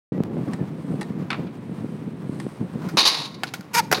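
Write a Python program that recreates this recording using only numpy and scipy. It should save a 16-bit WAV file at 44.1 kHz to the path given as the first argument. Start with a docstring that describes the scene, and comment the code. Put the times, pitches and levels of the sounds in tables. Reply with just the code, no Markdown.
"""An open-air skate park: a skateboard rolls up to a concrete quarter pipe, clicking over slab joints.
Each axle slams the steel kickplate, which chatters and rings. The board knocks on the coping, its wheels
stick and slip in a screech as it pivots back, and it slaps down over the plate again.
Another board clatters further off, and wind buffets the microphone throughout."""
import sys
import numpy as np
from scipy import signal
from scipy.fft import rfft, irfft
from scipy.io import wavfile
from scipy.ndimage import uniform_filter1d

SR = 44100
rng = np.random.default_rng(int(sys.argv[2]) if len(sys.argv) > 2 else 0)


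def wav_record(signal):
    """Record a signal, one row per channel, as 16-bit PCM in the file named by sys.argv[1]."""
    frames = np.transpose(np.atleast_2d(signal))
    bounded = np.clip(frames, -1, 1)
    # unit amplitude maps onto the largest positive 16-bit level
    quanta = np.round(bounded * 32767).astype(np.int16)
    wavfile.write(sys.argv[1], SR, quanta)


N = 176400
T = np.arange(N) / SR
HIT_T = T[:SR]  # one second for each hit to ring out

# Axles and rebounds slamming the kickplate.
# Each row: start in seconds, level in dB, chatter length in seconds, brightness in dB per octave.
PLATE_BLOWS = [(2.971, -12, 0.025, -0.5), (2.987, -13, .007, -0.5), (3.004, -15, 0.007, 2),
               (3.053, -11.5, 0.021, 0), (3.072, -12, 0.013, 3), (3.9446, -22, 0.0078, -0.5)]
# The steel's rattle, then its strongest modes. Each row: frequency in Hz, relative level in dB.
PLATE_EQ = [(100, -34), (250, -13.5), (700, -12), (1050, -2), (1400, -14), (2600, -6.5), (3250, -8),
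            (3800, 1.5), (4700, -1.5), (5400, -9.5), (6500, -14), (8000, -27), (10000, -19), (15000, -38)]
PLATE_MODES = [(950, -4), (1085, -1), (1125, -3), (1879, -8), (2164, -8), (2557, -4), (2902, -6), (3617, 1),
               (3651, -2), (3782, 1), (3851, 3), (3940, 1), (4001, -1), (4140, -1), (4330, 1), (4540, 0),
               (4591, 1), (4654, 0), (4736, -2), (5043, -4), (5420, -7), (6303, -6)]
# The fader ride that settles the rattle. Each row: time in seconds, gain in dB.
RATTLE_RIDE = [(3.255, -2.5), (3.285, -10), (3.42, -16), (3.9, 0.5)]

# Wooden hits: the deck slapping down, on the coping, over slab joints, and the far board.
# Each row: start in seconds, level in dB, brightness in dB per octave, 60 dB decay in seconds.
DECK_HITS = [(2.887, -25.5, 1.5, 0.12), (2.9705, -8.5, -1.5, 0.05), (3.9142, -6.5, 1.5, 0.043),
             (3.9256, -0.5, 1, 0.037), (3.934, -14, 1.5, 0.028), (3.978, -19, -6, 0.046)]
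COPING_HITS = [(3.4343, -10, 1, 0.033), (3.4885, -40, -2, 0.032), (3.5375, -17, 4.5, 0.065),
               (3.609, -31.5, 5, 0.019)]
JOINT_HITS = [(.533, -25, 2, 0.033), (1.010, -24.5, 4, 0.055), (1.0164, -21.5, -2, 0.04),
              (1.028, -28, 2, 0.017), (2.399, -25, 3, .03)]
FAR_HITS = [(1.3035, -12.5, 3, 0.044), (1.3152, -19, 0, 0.03), (1.321, -20.5, -7.5, 0.051),
            (1.3295, -15, 0.5, 0.026), (1.343, -21, -2.5, 0.075), (1.469, -38, 0.5, 0.094)]
# The tone of each kind of crack. Each row: frequency in Hz, gain in dB.
DECK_EQ = [(40, -48), (110, -13), (200, 1), (400, 3.5), (700, -1), (1400, 5), (2400, -3.5), (3000, -14),
           (4000, -13), (5000, -7.5), (6500, -13.5), (8700, -24), (11000, -17.5), (15000, -24)]
COPING_EQ = [(40, -40), (150, -22), (330, 9), (520, -5), (760, 7.5), (1050, -3), (1450, 6), (2300, 3),
             (3500, -2), (5000, -3.5), (7000, -12), (8700, -17.5), (11000, -17), (15000, -25)]
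JOINT_EQ = [(100, -23), (500, -7), (850, 10), (1400, -3), (2000, 2.5), (2900, -10.5), (4000, -7.5),
            (6500, -18.5), (8200, -15.5), (10000, -21), (15000, -44)]
FAR_EQ = [(40, -59), (200, -3), (500, -3), (800, 6.5), (1500, 7), (2000, 6.5), (2450, 9.5), (3000, -1),
          (3600, 0.5), (4700, -7), (5600, -17), (7500, -26), (9500, -25), (15000, -56)]
# The ring under each crack. Each row: frequency in Hz, relative level in dB, 60 dB decay in seconds.
DECK_MODES = [(184, -3, 0.055), (411, 7.5, 0.061), (747, 5.5, 0.11), (1274, 3.5, 0.033), (1500, 12, 0.025),
              (1820, 1, 0.019), (2330, 3, 0.058), (4800, -11, 0.01)]
COPING_MODES = [(760, -1.5, 0.032), (1386, 2.5, 0.042), (1483, 4.5, 0.044), (1640, -6, 0.047),
                (2210, -2, 0.045), (3100, -3, 0.022)]
JOINT_MODES = [(860, -2, 0.038), (1098, -2, 0.066), (1828, 2.5, 0.069), (2104, -4.5, 0.057)]
FAR_MODES = [(810, 10, 0.067), (1070, -11, .06), (1344, 6, 0.07), (1560, 2, 0.083), (2330, -4, 0.057)]

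# Wheels skidding through the pivot.
# Each row: time in seconds, stick-slip rate in Hz, then the squeal, overtone and rasp faders in dB.
SKID = [(3.733, 485, -45, -52, -41), (3.741, 479, -34, -33, -30.5), (3.750, 473, -29, -20, -21),
        (3.762, 457, -22, -27, -26), (3.772, 478, -19.5, -23, -26.5), (3.786, 482, -17.5, -18.5, -20.5),
        (3.800, 450.5, -14.5, -26, -22.5), (3.806, 426, -24, -27, -43), (3.816, 420, -52, -57, -73)]
# The reedy side of the screech. Each row: multiple of the stick-slip rate, relative level in dB.
SKID_PARTIALS = [(1, -10.5), (3, -1), (4, -5), (5, -5), (6, -12), (8, -14), (10, -8.5), (11, -7.5),
                 (12, -19), (13, -16), (14, -11)]
# The truck rubbing near the coping. Each row: start in seconds, level in dB, length in seconds.
SCRAPES = [(3.247, -33.5, 0.019), (3.342, -41, 0.012), (3.469, -39.5, 0.021)]
# Far wheels squeaking. Each row: start in seconds, pitch in Hz, level in dB, length in seconds.
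SQUEAKS = [(0.128, 1915, -52.5, 0.048), (0.478, 1125, -45, 0.04), (0.583, 1760, -52, 0.041)]
# Single hard thumps of wind. Each row: start in seconds, peak in dB, brightness in dB per octave.
BUFFETS = [(0.121, -15, 1.5), (0.18, -18, 5.5), (.204, -9, 2.5), (0.344, -22, 0), (.369, -17.5, 4.5),
           (.433, -19, -2.5), (0.612, -19.5, -1.5), (0.941, -14, 0.5), (1.104, -18.5, -1),
           (1.224, -18.5, 1), (1.394, -15.5, -0.5), (1.695, -20, 0.5), (1.845, -17, 0), (2.078, -20, -5),
           (2.294, -14.5, -2), (2.331, -33, 7.5), (2.466, -15.5, 4), (2.755, -19, -3), (3.592, -28, -2.5)]

# Fader rides for the wheels, a thin hiss near 9 kHz and the wind. Each row: time in seconds, gain in dB.
ROLL_RIDE = [(.12, -51), (1.0, -48), (2.0, -51.5), (2.5, -50), (2.9, -44), (3.15, -35.5), (3.35, -52),
             (3.68, -53), (3.85, -51), (4.0, -62)]
HISS_RIDE = [(.12, -94), (.4, -64.5), (.75, -68), (.93, -59), (1.2, -83), (1.55, -70), (1.88, -62.5),
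             (2.15, -68.5), (2.42, -55.5), (2.7, -67), (2.95, -60), (3.3, -78)]
WIND_RIDE = [(0.13, -25), (0.16, -26.5), (0.2, -23), (0.26, -27), (0.36, -21.5), (0.58, -29), (0.61, -22),
             (0.71, -32), (0.88, -31), (0.92, -19.5), (0.98, -28.5), (1.36, -30), (1.39, -24),
             (1.54, -35.5), (1.86, -26.5), (1.88, -31.5), (2.27, -32), (2.3, -41), (2.33, -31),
             (2.48, -30.5), (2.5, -37.5), (2.57, -34.5), (2.62, -24), (2.69, -32), (2.95, -25.5),
             (3.05, -45), (3.52, -36), (3.66, -45), (3.82, -30), (3.89, -33.5), (3.93, -27.5), (3.98, -38)]
# The tone of the skid's rasp, wheels, thin hiss, big and fine eddies, open air and park reflections.
# Each row: frequency in Hz, gain in dB.
RASP_EQ = [(200, -18), (1200, 2.5), (2300, 5), (3200, -0.5), (5000, 1.5), (7000, 0), (9000, -5),
           (12000, -3.5), (15500, -13)]
ROLL_EQ = [(150, -19.5), (500, 0), (1000, 3.5), (1800, -7.5), (3000, -14), (5000, -19), (8000, -25.5),
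           (15000, -30)]
HISS_EQ = [(4000, -3), (7000, -12), (8200, 0), (9400, -1.5), (10500, -11), (15500, -24)]
WIND_EQ = [(20, -68), (48, -36), (80, -18), (110, -5.5), (158, 2.5), (205, 1.5), (300, -4.5), (490, -13.5),
           (700, -26), (1200, -40.5), (2500, -59.5), (6000, -83), (15000, -105)]
FINE_EDDY_EQ = [(150, -23), (400, 1.5), (700, -3), (1100, -14.5), (2500, -25.5), (6000, -50)]
AIR_EQ = [(300, -9.5), (2000, 11.5), (4000, -1), (7000, -34), (9000, -22), (11000, -31), (15500, -22)]
PARK_EQ = [(80, 5), (330, 17), (1200, -3.5), (4000, -1.5), (12000, -5)]


def undb(db):
    """Decibels to gain."""
    return 10 ** (np.asarray(db) / 20)


def unit(x):
    """Scaled to rms 1."""
    return x / np.sqrt(np.mean(x ** 2) + 1e-18)


def ride(rows, column=1):
    """An automation lane of straight lines between the rows."""
    rows = np.array(rows)
    return np.interp(T, rows[:, 0], rows[:, column])


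def add(out, start, x):
    """Mix x in at start, in seconds."""
    i = int(start * SR)
    out[i:i + len(x)] += x[:max(N - i, 0)]


def eq(x, points, tilt_db=0):
    """Minimum-phase EQ through the points, tilted per octave about 1024 Hz."""
    size = 4096
    hz, db = np.array(points).T
    octave = np.log2(np.maximum(np.arange(size // 2 + 1), .5) * SR / size)
    gain_db = np.interp(octave, np.log2(hz), db) + tilt_db * (octave - 10)
    cepstrum = irfft(np.log(undb(gain_db)))
    cepstrum[1:size // 2] *= 2  # folded forward, so nothing rings ahead of a hit
    cepstrum[size // 2 + 1:] = 0
    return signal.fftconvolve(x, irfft(np.exp(rfft(cepstrum))))[:len(x)]


def wobble(per_s):
    """Smooth random modulation with rms 1."""
    hold = max(int(SR / per_s), 1)
    steps = rng.standard_normal(N // 10)
    return unit(uniform_filter1d(steps[np.arange(N) // hold % len(steps)], hold))


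def grains(per_s, spread_db, size=N):
    """Scattered clicks of uneven strength."""
    chance, strength, sign = rng.random(size), rng.standard_normal(size), rng.choice([-1, 1], size)
    return (chance < per_s / SR) * sign * undb(spread_db * np.clip(strength, -2, 2))


def texture(points, per_s, spread_db, size=N):
    """Grains through an EQ, at rms 1."""
    return unit(eq(grains(per_s, spread_db, size), points))


def decay(t60):
    """An envelope that falls 60 dB in t60 seconds."""
    return np.exp(-np.log(1000) * HIT_T / t60)


def burst(t60):
    """Countless close modes dying together as noise."""
    return unit(rng.standard_normal(SR) * decay(t60))


def kickplate():
    """Each blow sets the loose plate chattering on the concrete: a crash, a rattling tail and a ring."""
    rattles, rings = np.zeros(N), np.zeros(N)
    for start, db, length, tilt_db in PLATE_BLOWS:
        slaps = plate_chatter(length)
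        crash, tail = plate_wash(slaps, t60=0.041), plate_wash(slaps, t60=0.71)
        tail = signal.lfilter(*signal.butter(1, 9000, fs=SR), tail)
        tail *= undb(-5 + 2.5 * wobble(per_s=210)[:SR])
        rattle = unit(eq(crash + tail, PLATE_EQ, tilt_db))
        ring = undb(-11) * unit(sum(undb(level) * plate_mode(slaps, hz) for hz, level in PLATE_MODES))
        gain = undb(db) / (rattle + ring)[:int(length * SR) + 1].std()
        add(rattles, start, gain * rattle)
        add(rings, start, gain * ring)
    return rattles * undb(ride(RATTLE_RIDE)) + rings


def plate_chatter(length, per_s=420, spread_db=4, release_s=0.012):
    """Steel bouncing on concrete: uneven slaps that sag over the length, then die fast."""
    gap, strength = rng.standard_normal((100, 2)).T
    when = np.cumsum(undb(4.4 * gap)) / per_s
    when = np.clip(when - when[0], 0, .5)
    slaps = np.zeros(SR)
    slaps[(when * SR).astype(int)] = undb(spread_db * np.clip(strength, -1, 1))
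    return slaps * np.exp(-.6 * np.minimum(HIT_T / length, 1) - np.maximum(HIT_T - length, 0) / release_s)


def plate_wash(slaps, t60):
    """Every slap lands elsewhere and wakes other modes, so their energies add into a wash of noise."""
    energy = signal.fftconvolve(slaps ** 2, unit(decay(t60)) ** 2 / SR)[:SR]
    return rng.standard_normal(SR) * np.sqrt(abs(energy))


def plate_mode(slaps, hz):
    """One mode of the steel, driven by the slaps; higher modes die sooner."""
    t60 = 0.8 * (1000 / hz) ** 0.43
    pole = np.exp((2j * np.pi * hz - np.log(1000) / t60) / SR)
    return unit(signal.lfilter([1], [1, -pole], slaps).imag)


def deck_knocks(hits, crack_eq, modes, ring_db, contact_s):
    """Hard blows on a wooden deck: a crack, a short rattle of the trucks and the ring of the wood."""
    out = np.zeros(N)
    attack = np.minimum(HIT_T / contact_s, 1)
    for start, db, tilt_db, t60 in hits:
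        crack, trucks = burst(t60), undb(-14) * burst(t60=0.39)
        blow = unit(eq((crack + trucks) * attack, crack_eq, tilt_db))
        ring = unit(sum(undb(level) * decay(ring_s) * np.sin(2 * np.pi * (hz * HIT_T + rng.random()))
                        for hz, level, ring_s in modes))
        knock = blow + undb(ring_db) * ring * attack
        rough_peak = 2.89 * knock[:SR // 200].std()  # crest factor times the rms of the first 5 ms
        add(out, start, knock * undb(db) / rough_peak)
    return out


def wheel_skid():
    """Urethane sticks and slips sideways: a gritty, reedy screech that clears into a squeal and sags."""
    slip_hz = ride(SKID) * (1 + .013 * wobble(per_s=500))
    phase = 2 * np.pi * np.cumsum(slip_hz) / SR
    squeal = unit(np.sin(2 * phase)) * undb(ride(SKID, column=2))
    partials = sum(undb(db + 4 * wobble(per_s=260)) * np.sin(multiple * phase + 2 * np.pi * rng.random())
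                   for multiple, db in SKID_PARTIALS)
    overtones = unit(partials) * undb(ride(SKID, column=3))
    grit = grains(per_s=8100, spread_db=2.3) * (1 + 0.37 * np.cos(phase))  # pulses with each slip
    rasp = unit(eq(grit, RASP_EQ)) * undb(ride(SKID, column=4) + 0.5)
    gate = (T > SKID[0][0]) & (T < SKID[-1][0])
    return gate * (squeal + overtones + rasp)


def truck_scrapes():
    """The truck rubs near the coping in brief swells of metallic grit."""
    out = np.zeros(N)
    for start, db, length in SCRAPES:
        rub = texture(PLATE_EQ, per_s=2500, spread_db=2.7, size=SR)
        swell = np.exp(-2 * (HIT_T / length - .5) ** 2)
        add(out, start, rub * undb(db) * swell)
    return out


def rolling_wheels():
    """Wheels rumble over gritty concrete, with a thin hiss drifting on top."""
    grit = texture(ROLL_EQ, per_s=3000, spread_db=1.5) * undb(ride(ROLL_RIDE) + 2.2 * wobble(25.38))
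    hiss = texture(HISS_EQ, per_s=3000, spread_db=4.5) * undb(ride(HISS_RIDE) + 1.1 * wobble(23.3))
    return grit + hiss


def wind():
    """Eddies thump the microphone, a few of them hard; strong gusts break into finer, brighter eddies."""
    gust_db = ride(WIND_RIDE) + 2 * wobble(per_s=45)
    fine_db = -34.5 + 1.69 * (gust_db - ride(WIND_RIDE).max())
    out = texture(WIND_EQ, per_s=1900, spread_db=2.5) * undb(gust_db - 1.5)
    out += texture(FINE_EDDY_EQ, per_s=1900, spread_db=2.5) * undb(fine_db)
    for start, db, tilt_db in BUFFETS:
        thump = eq(signal.unit_impulse(SR), WIND_EQ, tilt_db)
        add(out, start, thump / abs(thump).max() * undb(db))
    return out


def close_tick(start=.2365):
    """One dry tick right at the microphone."""
    out = np.zeros(N)
    add(out, start, undb(-19.5) * decay(t60=0.0026))
    return out


def far_squeaks():
    """Wheels further off give faint, short, wavering tones."""
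    out = np.zeros(N)
    for start, hz, db, length in SQUEAKS:
        pitch_hz = hz * (1 + 0.011 * wobble(per_s=450)[:SR])
        tone = unit(np.sin(2 * np.pi * np.cumsum(pitch_hz) / SR))
        swell = np.sin(np.pi * np.minimum(HIT_T / length, 1))
        add(out, start, tone * undb(db) * swell)
    return out


def park_reflections(boards, reverb_send_db=-23, echo_send_db=-25, echo_s=.055):
    """The park returns a short, warm reverb, and the ramps one faint slapback."""
    response = eq(burst(t60=0.78), PARK_EQ) / np.sqrt(SR)
    out = undb(reverb_send_db) * signal.fftconvolve(boards, response)[:N]
    add(out, echo_s, undb(echo_send_db) * eq(boards, PARK_EQ))
    return out


def open_air():
    """A steady, quiet bed of outdoor hiss."""
    return unit(eq(rng.standard_normal(N), AIR_EQ)) * undb(-59.5)


def scene():
    """The mono mix: hits, scrapes and squeals feed the park's reflections; the rest stays dry."""
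    boards = kickplate() + truck_scrapes() + wheel_skid() + far_squeaks()
    boards += deck_knocks(DECK_HITS, DECK_EQ, DECK_MODES, ring_db=-5, contact_s=0.0005)
    boards += deck_knocks(COPING_HITS, COPING_EQ, COPING_MODES, ring_db=0, contact_s=0.00046)
    boards += deck_knocks(JOINT_HITS, JOINT_EQ, JOINT_MODES, ring_db=-2.5, contact_s=0.0017)
    boards += deck_knocks(FAR_HITS, FAR_EQ, FAR_MODES, ring_db=-9, contact_s=0.00025)
    mix = boards + park_reflections(boards) + wind() + rolling_wheels() + open_air() + close_tick()
    return mix[None]


def record(dry):
    """The microphone opens after a beat of silence, rounds the loudest peaks and cuts the top."""
    open_s, top_hz = 0.12, 15800
    fade_in = np.clip((T - open_s) * SR / 100, 0, 1)
    lowpass = signal.ellip(8, .2, 80, top_hz, fs=SR, output="sos")
    return signal.sosfilt(lowpass, np.tanh(dry * fade_in))


dry = scene()
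out = record(dry)
wav_record(out)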